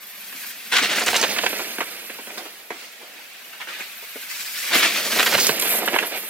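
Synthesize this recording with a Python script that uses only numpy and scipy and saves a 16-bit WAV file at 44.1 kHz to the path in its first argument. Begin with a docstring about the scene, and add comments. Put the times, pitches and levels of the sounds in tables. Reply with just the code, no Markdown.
"""Two mountain bikes rush past

Two bikes come down a loose forest trail, drop off a log step, land and pass from left to right.
Tyre knobs drum the casings, grit crunches and sprays; chains and frames clatter with each jolt.
Freehub sizzle flares up and fades. Nearly all of it is noise and pulses, filtered and set in level.
Rough ground and tree trunks scatter the sound back to a small stereo microphone."""
import sys
import numpy as np
from scipy import signal
from scipy.fft import rfft, irfft, next_fast_len
from scipy.io import wavfile
from scipy.ndimage import map_coordinates

SR = 44100
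rng = np.random.default_rng(int(sys.argv[2]) if len(sys.argv) > 2 else 0)


def pcm_store(signal):
    """Save signal as 16-bit PCM."""
    levels = np.round(np.clip(np.atleast_2d(signal), -1, 1) * 32767)
    wavfile.write(sys.argv[1], SR, levels.astype(np.int16).T)


N = 277389
TIME = np.arange(N) / SR


def undb(db):
    """Turn decibels into a gain."""
    return 10 ** (np.asarray(db) / 20)


def unit(x):
    """Scale a sound to an rms of 1."""
    return x / np.sqrt(np.mean(x ** 2))


def colour(x, points):
    """Shape the spectrum with a minimum-phase filter drawn through (Hz, dB) points."""
    size = 2048
    hz, db = np.transpose(points)
    bins_hz = np.fft.rfftfreq(size, 1 / SR)
    log_gain = np.log(undb(np.interp(np.log(bins_hz + 1), np.log(hz), db)))
    # folding the cepstrum forward in time keeps the filter from sounding early
    fold = np.r_[1, np.full(size // 2 - 1, 2), 1, np.zeros(size // 2 - 1)]
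    response = irfft(np.exp(rfft(irfft(log_gain) * fold)))
    return signal.fftconvolve(x, response)[:len(x)]


def ring(x, modes):
    """Add damped resonances of alternating sign, each filtered twice for steep skirts."""
    out = 0
    for k, (hz, width_hz, db) in enumerate(modes):
        b, a = signal.iirpeak(hz, hz / width_hz, fs=SR)
        twice = signal.lfilter(b, a, signal.lfilter(b, a, x))
        out = out + (-1) ** k * undb(db) * twice
    return out


def decay(x, decay_s):
    """Give every pulse a tail that dies away exponentially."""
    return signal.lfilter([1], [1, -np.exp(-1 / (decay_s * SR))], x)


def walk(rate):
    """Wander at random around 0 with an rms of 1, taking 'rate' new values a second."""
    return unit(np.interp(TIME * rate, np.arange(4096), rng.standard_normal(4096)))


def grains(rate, spread_db, decay_s):
    """Tiny fractures as dying puffs of noise; a positive spread makes a few big, a negative one a few faint."""
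    sizes = undb(spread_db * np.minimum(rng.exponential(size=N), 4.5))
    power = (rng.random(N) < rate / SR) * sizes ** 2
    return np.sqrt(decay(power, decay_s)) * rng.standard_normal(N)


def teeth(hz, wander, scatter_db):
    """One pulse per tooth of a turning wheel, around 'hz' a second, uneven in timing and size."""
    speed_hz = hz * np.exp(wander * walk(150) + .06 * walk(4))
    turns = np.cumsum(speed_hz) / SR
    return np.diff(np.floor(turns), prepend=0) * undb(scatter_db * rng.standard_normal(N))


def burst(s, length, attack_s, release_s):
    """Rise in a straight line, hold, then die away exponentially; the length includes the rise."""
    rise = np.clip((TIME - s) / attack_s, 0, 1)
    return rise * np.exp(-np.clip((TIME - s - length) / release_s, 0, 20))


def diffuse(shape, alike_hz=1200):
    """Noise from all sides: alike at both ports in the bass, unrelated in the treble."""
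    size = shape[-1]
    likeness = 1 / (1 + (np.fft.rfftfreq(size, 1 / SR) / alike_hz) ** 2)

    def share(power):
        return irfft(rfft(rng.standard_normal(shape)) * np.sqrt(power), size)

    mid, side = share((1 + likeness) / 2), share((1 - likeness) / 2)
    return np.array([mid + side, mid - side])


# The tone of the forest air. Each row: frequency in Hz, relative level in dB.
FOREST_TONE = [(25, -6), (100, -17), (200, 4), (300, 1.5), (700, 10), (1500, -0.5), (4000, -3.5),
               (15000, -4)]


def forest():
    """Faint air in the treetops: wide noise whose level wanders gently."""
    air = [unit(colour(noise[:N], FOREST_TONE)) for noise in diffuse((next_fast_len(N),))]
    return np.array(air) * undb(-51 + walk(4.2))


def trunks(x, t60_s=0.18, db=-7):
    """Trees throw back a thin noise tail that starts after 12 ms and falls 60 dB in t60_s."""
    t = TIME[:SR]
    fade = undb(-60 * t / t60_s) * (t > .012)
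    responses = diffuse((SR,)) * undb(db) * fade / np.sqrt(np.sum(fade ** 2))
    return np.array([signal.fftconvolve(x, response)[:N] for response in responses])


def bank(x, ground_s=0.013):
    """Quick scatter from rough ground; the bike moves on, so each short piece gets new reflections."""
    size = 1024
    hop, t = size // 2, TIME[:size]
    starts = np.arange(0, N, hop)
    # overlapping pieces, each faded in and out
    pieces = np.pad(x, (0, size))[starts[:, None] + np.arange(size)] * signal.windows.cosine(size)
    fade = np.exp(-t / ground_s)
    responses = diffuse(pieces.shape) * fade / np.sqrt(np.sum(fade ** 2))
    scattered = irfft(rfft(pieces, 2 * size) * rfft(responses, 2 * size))
    out = np.zeros((2, N + 2 * size))
    for k, start in enumerate(starts):
        out[:, start:start + 2 * size] += scattered[:, k]
    return out[:, :N]


CLOSEST_M = 2  # from the trail to the microphone
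SWING_S = 0.14  # time scale of a passing bike's swing from left to right


def ride(lands_s, closest_s, in_m_s, out_m_s):
    """One bike's run: distance loss in dB, 1 while above the step, swing from 0 (coming) to 1 (gone by)."""
    since = TIME - closest_s
    along_m = since * np.where(since < 0, in_m_s, out_m_s)
    loss_db = 10 * np.log10(1 + (along_m / CLOSEST_M) ** 2)
    above = np.clip((lands_s - TIME) / .012 + 1, 0, 1)  # fades out over 12 ms from the landing
    return loss_db, above, (1 + np.tanh(since / SWING_S)) / 2


def nearest(runs):
    """The run of whichever bike is nearer, blended as one takes over from the other."""
    weights = undb(-runs[:, :1]) ** 6
    return np.sum(weights * runs, axis=0) / np.sum(weights, axis=0)


# The two riders. Each row: landing below the step in seconds, closest pass in seconds, approach speed in m/s,
# leaving speed in m/s, rolling level in dB, extra grit level above the step in dB.
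BIKE_RUNS = [(0.735, 1.207, 4.15, 6.98, -1, -4.5), (4.694, 5.364, 4.88, 6.1, 0, 1)]


def rolling(runs, law, gritty=False):
    """Power of one rolling sound from both bikes: it falls with distance and differs above the step."""
    closest_db, per_db, above_db = law
    power = 0
    for (loss_db, above, _), (*_, rider_db, grit_db) in zip(runs, BIKE_RUNS):
        step_db = above * (above_db + gritty * grit_db)
        power = power + undb(closest_db + rider_db - per_db * loss_db + step_db) ** 2
    return power


# The tone of dirt landing on dry litter. Each row: frequency in Hz, relative level in dB.
LITTER_TONE = [(3000, -25), (7000, -9), (9500, 6), (13000, -7), (16000, -3)]
PATTER_AFTER_S, PATTER_S, PATTER_FADE_S = 0.25, 0.81, 0.31  # delay after the pass, length, fade in and out
PATTER_DB = -46.5


def patter():
    """Dirt flung up by each bike comes down behind it on dry litter in fine separate ticks."""
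    falling = sum(burst(closest_s + PATTER_AFTER_S, PATTER_S, PATTER_FADE_S, PATTER_FADE_S)
                  for _, closest_s, *_ in BIKE_RUNS)
    ticks = colour(grains(rate=88, spread_db=1.5, decay_s=0.00073), LITTER_TONE)
    return unit(ticks) * undb(PATTER_DB) * falling


def whirr():
    """Side knobs buzz for an instant as the first bike leans through the bend: a fast, even pulse train."""
    middle_s, half_length_s = 1.195, .03
    knobs = teeth(hz=505, wander=.015, scatter_db=2)
    buzz = colour(knobs, [(200, -24), (500, 5), (1500, 6), (3000, -13), (6000, -29), (15000, -45)])
    swell = np.exp(-((TIME - middle_s) / half_length_s) ** 4)
    return unit(buzz) * undb(-28) * swell


# Sharp clicks: stones snapping from under the tread, and the freehub catching at 5.597 s.
# Each row: start in seconds, level in dB, pitch in Hz.
SHARP_CLICKS = [(0.326, -26, 1920), (0.766, -7, 3000), (.996, -21, 7500), (1.037, -25, 11000),
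                (1.062, -18, 7000), (1.164, -9, 4540), (1.197, -21, 5000), (1.2131, -15, 6170),
                (1.386, -12, 2310), (1.465, -9.5, 2230), (2.379, -19.5, 3640), (2.71, -33, 3000),
                (3.24, -36, 2700), (4.829, -6, 2560), (4.857, -10, 2620), (5.468, -9.5, 6700),
                (5.597, -13, 7900), (5.622, -16, 4500), (5.839, -39, 11000)]


def clicks(decay_s=0.0042, width_share=0.9, snap=0.2, snap_s=0.0008):
    """Pinched pebbles and a catching freehub: a dry snap of noise and a short crack from a broad resonance."""
    size = 2048
    t, out = np.arange(size) / SR, np.zeros(N + size)
    for s, db, hz in SHARP_CLICKS:
        tone = ring(rng.standard_normal(size), [(hz, hz * width_share, 0)])
        crack = unit(tone) * np.exp(-t / decay_s)
        dry_snap = snap * rng.standard_normal(size) * np.exp(-t / snap_s)
        out[int(s * SR):][:size] += (crack + dry_snap) * undb(db)
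    return out[:N]


# Tyres bottoming on the earth. Each row: start in seconds, level in dB, pitch in Hz.
TYRE_THUMPS = [(0.346, -45, 232), (.815, -29, 232), (1.069, -53, 91), (2.708, -34, 313),
               (4.754, -23.5, 279), (5.191, -48, 148), (5.335, -44, 88), (5.345, -33, 170),
               (5.491, -38, 144)]


def thumps(decay_s=0.022, width_share=0.42):
    """A squashed tyre gives a dull, short boom: a dying noise burst through one resonance."""
    size = 8192
    t, out = np.arange(size) / SR, np.zeros(N + size)
    for s, db, hz in TYRE_THUMPS:
        push = rng.standard_normal(size) * np.exp(-t / decay_s)
        boom = ring(push, [(hz, hz * width_share, 0)])
        # the energy equals the given level held for decay_s
        out[int(s * SR):][:size] += boom * undb(db) * np.sqrt(decay_s * SR / np.sum(boom ** 2))
    return out[:N]


# Stretches and flare-ups of freehub sizzle; the loudest at each moment is heard.
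# Each row: start in seconds, length in seconds, level at the closest point in dB.
SIZZLE_LEVELS = [(0, 0.51, -32), (0.54, 0.22, -36.5), (.98, .5, -40.5), (1.484, .8, -30),
                 (2.307, 0.41, -31.5), (2.9, .9, -32), (3.78, 2.73, -29), (4.74, 0.057, -18),
                 (4.8, .35, -32), (5.609, 0.12, -22), (5.672, 0.12, -18), (5.856, 0.0089, -17.5),
                 (5.952, 0.02, -21), (6.055, 0.017, -16), (6.155, .135, -21.5)]
SIZZLE_ATTACK_S, SIZZLE_RELEASE_S = 0.0027, 0.003
HUB_PER_DB = 1.38  # dB the sizzle drops per dB of distance loss
# The tone of the snapping pawls. Each row: frequency in Hz, relative level in dB.
PAWL_TONE = [(3000, -46), (7000, -4), (9000, -1.5), (11000, 1.5), (12000, 7.5), (13600, 3.5), (15000, 3),
             (16000, -24.5)]


def freehub(loss_db, tooth_hz=600, decay_s=0.0015, flutter_db=1.5):
    """Pawls snap over ratchet teeth hundreds of times a second, a bright metallic sizzle."""
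    loudest = np.max([undb(db) * burst(s, length, SIZZLE_ATTACK_S, SIZZLE_RELEASE_S)
                      for s, length, db in SIZZLE_LEVELS], axis=0)
    snaps = teeth(hz=tooth_hz, wander=.15, scatter_db=3.0)
    sizzle = colour(decay(snaps, decay_s) * rng.standard_normal(N), PAWL_TONE)
    # the bouncing rear wheel makes the sizzle flutter
    level_db = flutter_db * walk(160) - HUB_PER_DB * loss_db
    return unit(sizzle) * loudest * undb(level_db)


# Landings and root hits that shake chain and frame. Each row: start in seconds, length in seconds,
# thud level in dB, clack level in dB.
JOLTS = [(0.325, 0.0046, -44, -38), (0.358, .01, -49, -38.5), (0.431, 0.016, -57, -35.5),
         (0.72, 0.0094, -30, -19), (0.729, 0.024, -30.5, -19), (0.758, 0.035, -34, -18),
         (0.823, 0.015, -28, -25), (0.894, 0.04, -46, -25.5), (0.97, .02, -41, -26),
         (1.007, .019, -25, -23.5), (1.06, 0.029, -27, -19), (1.129, 0.0059, -22.5, -23),
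         (1.14, 0.019, -29.5, -19), (1.226, 0.018, -21.5, -18), (1.363, 0.0087, -33, -25),
         (1.388, .0024, -26.5, -19), (1.434, 0.0076, -20, -23.5), (1.462, 0.0012, -21, -14.5),
         (1.527, 0.0063, -25.5, -28.5), (1.589, 0.022, -30.5, -30), (1.783, 0.0039, -23.5, -24),
         (1.804, 0.014, -27, -20), (2.096, 0.006, -32, -32.5), (2.185, 0.012, -36, -37.5),
         (2.269, 0.0091, -34.5, -38), (2.299, 0.0054, -37, -32), (2.374, 0.008, -30.5, -30),
         (2.399, 0.016, -39.5, -38), (2.453, 0.0078, -34.5, -35.5), (2.704, 0.0035, -21.5, -22.5),
         (3.011, 0.042, -40.5, -53), (3.171, 0.049, -49, -45), (3.529, 0.0056, -46, -32),
         (3.6, 0.017, -39.5, -28), (3.668, 0.031, -38.5, -30.5), (3.784, 0.024, -37, -28.5),
         (4.023, 0.015, -38, -54), (4.153, 0.014, -31, -38), (4.311, 0.0067, -53, -30),
         (4.702, 0.039, -35.5, -22.5), (4.738, 0.012, -41, -23), (4.753, 0.0072, -21, -16.5),
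         (4.825, 0.032, -46, -18.5), (4.839, 0.024, -28, -27), (5.118, 0.015, -32, -23.5),
         (5.158, 0.018, -25, -28), (5.187, 0.02, -23.5, -15), (5.227, 0.0072, -23.5, -16),
         (5.261, 0.012, -27, -16), (5.32, 0.032, -22, -19), (5.378, 0.013, -26.5, -20.5),
         (5.492, 0.0043, -19, -16.5), (5.624, 0.011, -30, -28), (5.737, 0.011, -25.5, -30),
         (5.784, 0.0069, -28, -31), (5.818, 0.017, -25, -40), (5.876, 0.0091, -22, -17.5),
         (5.93, 0.014, -20, -22), (5.95, 0.013, -21.5, -18), (5.986, 0.0034, -52.5, -11.5),
         (6.023, 0.018, -24.5, -24.5)]
# The hollow body of frame and wheels. Each row: frequency in Hz, width in Hz, relative level in dB.
BODY_MODES = [(249, 145, -7), (387, 197, -3), (585, 270, 0), (728, 69, 2), (908, 400, -4)]
# The chain against stays and sprockets. Each row: frequency in Hz, width in Hz, relative level in dB.
CHAIN_MODES = [(985, 520, -1), (1527, 500, 6.5), (1960, 790, 4.5), (2580, 1570, 3), (3260, 1370, -1.5),
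               (4000, 3400, -36)]
# The tone of grit kicked up by a jolt. Each row: frequency in Hz, relative level in dB.
KICKED_TONE = [(1500, -25), (3000, 8), (4000, 10), (5200, 2), (7000, 0.5), (10000, -7.5), (16000, -22)]
# grit against the clack: close by, drop per dB of distance loss, change once past
KICK_DB, KICK_PER_DB, KICK_PAST_DB = -3.5, .5, -6


def clatter(loss_db, past, slap_rate=380, slap_s=0.0013, scatter_db=1.5, first_blow=2.2, swell_share=0.14):
    """Each jolt is a first blow and a flurry of chain slaps that ring frame and drive and kick up grit."""
    size = 4096
    tail_s, rustle = .005, .6  # fade after the jolt, steady noise under the slaps
    t, out = np.arange(size) / SR, np.zeros(N + size)
    kick_db = KICK_DB - KICK_PER_DB * loss_db + KICK_PAST_DB * past
    for s, length, thud_db, clack_db in JOLTS:
        start = int(s * SR)
        # long jolts take longer to build up than short ones
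        swell = np.minimum(t / (swell_share * length), 1)
        shaking = swell * np.exp(-np.maximum(t - length, 0) / tail_s)
        slaps = (rng.random(size) < slap_rate / SR) * undb(scatter_db * rng.standard_normal(size))
        slaps[0] = first_blow
        contact = decay(slaps, slap_s) + rustle
        force = shaking * contact * rng.standard_normal((3, size))
        layers = [(ring(force[0], BODY_MODES), thud_db),
                  (ring(force[1], CHAIN_MODES), clack_db),
                  (colour(force[2], KICKED_TONE), clack_db + kick_db[start])]
        # the energy equals the given level held for the jolt and half its tail
        held = (length + tail_s / 2) * SR
        for sound, db in layers:
            out[start:][:size] += sound * undb(db) * np.sqrt(held / np.sum(sound ** 2))
    return out[:N]


# How the rolling sounds change along the trail. Each holds: level at the closest point in dB,
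# drop in dB per dB of distance loss, change above the step in dB.
CRUNCH_ROLL = (-25.5, 1.233, -0.16)
SPRAY_ROLL = (-27.5, 1.53, -0.95)
THRUM_ROLL = (-32.5, 1.38, -20)
DRONE_ROLL = (-41, 1.35, -6.5)
RUMBLE_ROLL = (-56, 1.7, -10)
# Tyres bite and slide on landings and loose or rutted ground. Each row: start in seconds, length in seconds,
# crunch level in dB, casing thrum level in dB, sprayed dirt level in dB.
TYRE_SKIDS = [(0.34, 0.17, -45, -59, -41), (0.713, 0.14, -20.5, -38, -29), (0.883, 0.12, -27, -36, -35),
              (2.266, 0.19, -46, -42.5, -44.5), (2.715, 0.14, -38.5, -46, -43.5),
              (2.985, 0.22, -47, -44.5, -56), (3.672, 0.16, -34, -47, -64), (4.282, 0.93, -36.5, -65, -34),
              (4.619, 0.11, -29, -44, -36), (4.719, 0.15, -18, -30, -25), (4.912, 0.068, -24.5, -53, -32),
              (5.367, 0.073, -34, -58, -19.5), (5.64, 0.12, -29, -35, -54), (5.773, 0.27, -32, -32.5, -62),
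              (6.108, 0.053, -30.5, -34, -58)]
SKID_ATTACK_S, SKID_RELEASE_S = .012, 0.042
RUT_DRONE_DB = -15  # knob drone on rutted ground, against the casing thrum
# The wheels leave the ground and the rolling lets up. Each row: start in seconds, length in seconds.
WHEEL_HOPS = [(0.522, 0.34), (1.328, 0.024), (2.61, 0.083), (4.42, 0.13), (5.525, 0.037), (5.793, 0.055),
              (5.882, 0.041), (6.108, 0.04)]
HOP_EDGE_S, HOP_GRIT_DB, HOP_CASING_DB = 0.0088, -3, -2.5  # how fast, and how far grit and casing drop
# The tyre casing's resonances. Each row: frequency in Hz, width in Hz, relative level in dB.
CASING_MODES = [(298, 55, -2), (434, 218, 2.5), (550, 170, 8), (633, 470, 3.5)]
# The tones of crushed grit, flying dirt and low rumble. Each row: frequency in Hz, relative level in dB.
CRUNCH_TONE = [(300, -35), (700, -19.5), (1150, -4.5), (1550, 0), (2000, 1.5), (2450, 3.5), (3000, 0),
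               (3700, -2), (4500, -5), (7000, -17.5), (15000, -30)]
SPRAY_TONE = [(1500, -35), (3200, -6.5), (4500, 3.5), (6000, 1), (9000, -4.5), (12000, -7.5), (16000, -7)]
RUMBLE_TONE = [(20, -27), (60, 14), (120, 17), (200, 17), (400, -59), (2000, -81)]


def tyres(runs, smooth_db=-46, rough_db=-26):
    """Knobs drum the casing and crush the grit; bumps in the trail load all of it together."""
    # powers of the skids, then power factors for the hops
    slide, ruts, dirt = sum(np.outer(undb(dbs), burst(s, length, SKID_ATTACK_S, SKID_RELEASE_S)) ** 2
                            for s, length, *dbs in TYRE_SKIDS)
    airborne = sum(burst(s, length, HOP_EDGE_S, HOP_EDGE_S) for s, length in WHEEL_HOPS)
    grip, weight = undb(HOP_GRIT_DB * airborne) ** 2, undb(HOP_CASING_DB * airborne) ** 2
    crunch_db, spray_db, thrum_db, drone_db, rumble_db = 10 * np.log10([
        grip * rolling(runs, CRUNCH_ROLL, gritty=True) + slide,
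        grip * rolling(runs, SPRAY_ROLL, gritty=True) + dirt,
        weight * rolling(runs, THRUM_ROLL) + ruts,
        weight * rolling(runs, DRONE_ROLL) + ruts * undb(RUT_DRONE_DB) ** 2,
        weight * rolling(runs, RUMBLE_ROLL)])
    # close by, single grains and bumps stand out; far off they merge into an even hiss
    close = np.clip((crunch_db - smooth_db) / (rough_db - smooth_db), .15, 1)
    load = np.tanh(walk(55)) * close

    def merge(grit):
        return np.sqrt(close) * unit(grit) + np.sqrt(1 - close) * rng.standard_normal(N)

    crunch = merge(grains(rate=3400, spread_db=1.5, decay_s=0.00024))
    spray = merge(grains(rate=4000, spread_db=-2.5, decay_s=0.00016))
    knobs = unit(teeth(hz=225.0, wander=.22, scatter_db=4.5)) + 0.88 * rng.standard_normal(N)
    layers = [(colour(crunch, CRUNCH_TONE), crunch_db + 2.0 * load),
              (colour(spray, SPRAY_TONE), spray_db + 3.2 * load),
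              (ring(knobs, CASING_MODES), thrum_db + 3.2 * load),
              (ring(knobs, [(216.0, 115, 0)]), drone_db + 0.74 * load),
              (colour(rng.standard_normal(N), RUMBLE_TONE), rumble_db + 2.1 * load)]
    return sum(unit(sound) * undb(db) for sound, db in layers)


PORT_LAG_S = .0001  # travel time of sound between the two microphone ports
BEARING_IN, BEARING_OUT = -0.29, 0.89  # -1 left to 1 right
SHADE_DB, SHADE_FADE_DB = -6, 21  # left minus right once past; distance loss over which it fades
# echo against direct sound: close by, rise per dB of distance loss, change above the step, change once past
ECHO_DB, ECHO_PER_DB, ECHO_ABOVE_DB, ECHO_PAST_DB = -3.5, 0.86, 2.5, -4.5
# The tone of the echo. Each row: frequency in Hz, gain in dB.
ECHO_TONE = [(60, -22), (200, -14.5), (500, -12.5), (1500, -3.5), (5000, -3), (15000, 3)]


def scene():
    """The passing bikes reach the nearer port earlier and louder; far off, the echo takes over."""
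    runs = np.array([ride(*rider[:4]) for rider in BIKE_RUNS])
    loss_db, above, swing = nearest(runs)
    past = np.clip(2 * swing - 1, 0, 1)
    bikes = patter() + whirr() + clicks() + thumps() + freehub(loss_db) + clatter(loss_db, past) + tyres(runs)

    # a small time shift for each port
    bearing = BEARING_IN + (BEARING_OUT - BEARING_IN) * swing
    direct = np.array([map_coordinates(bikes, [(TIME + side * bearing * PORT_LAG_S / 2) * SR], order=3)
                       for side in (-1, 1)])
    echo = undb(ECHO_DB + ECHO_PER_DB * loss_db + ECHO_ABOVE_DB * above + ECHO_PAST_DB * past)
    thrown = colour(bikes * echo, ECHO_TONE)
    # more echo leaves less room for the direct sound
    ports = (direct + bank(thrown) + trunks(thrown)) / np.sqrt(1 + echo ** 2)

    # the housing shades the far port, mostly in the middle range; the near port gains as much
    shade_db = SHADE_DB * np.sqrt(swing) * np.exp(-loss_db / SHADE_FADE_DB)
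    band = signal.butter(1, [380, 8000], "band", fs=SR, output="sos")
    middle = signal.sosfiltfilt(band, ports)
    shaded = ports + middle * (undb(np.array([shade_db, -shade_db]) / 2) - 1)
    return shaded + forest()


TOP_HZ = 15750  # where the treble is cut off


def record(dry):
    """Bend the highest peaks smoothly toward a ceiling of 0.9, then cut the top with a steep filter."""
    rounded = dry / (1 + (dry / .9) ** 4) ** .25
    return signal.sosfilt(signal.ellip(10, .2, 80, TOP_HZ, fs=SR, output="sos"), rounded)


dry = scene()
out = record(dry)
pcm_store(out)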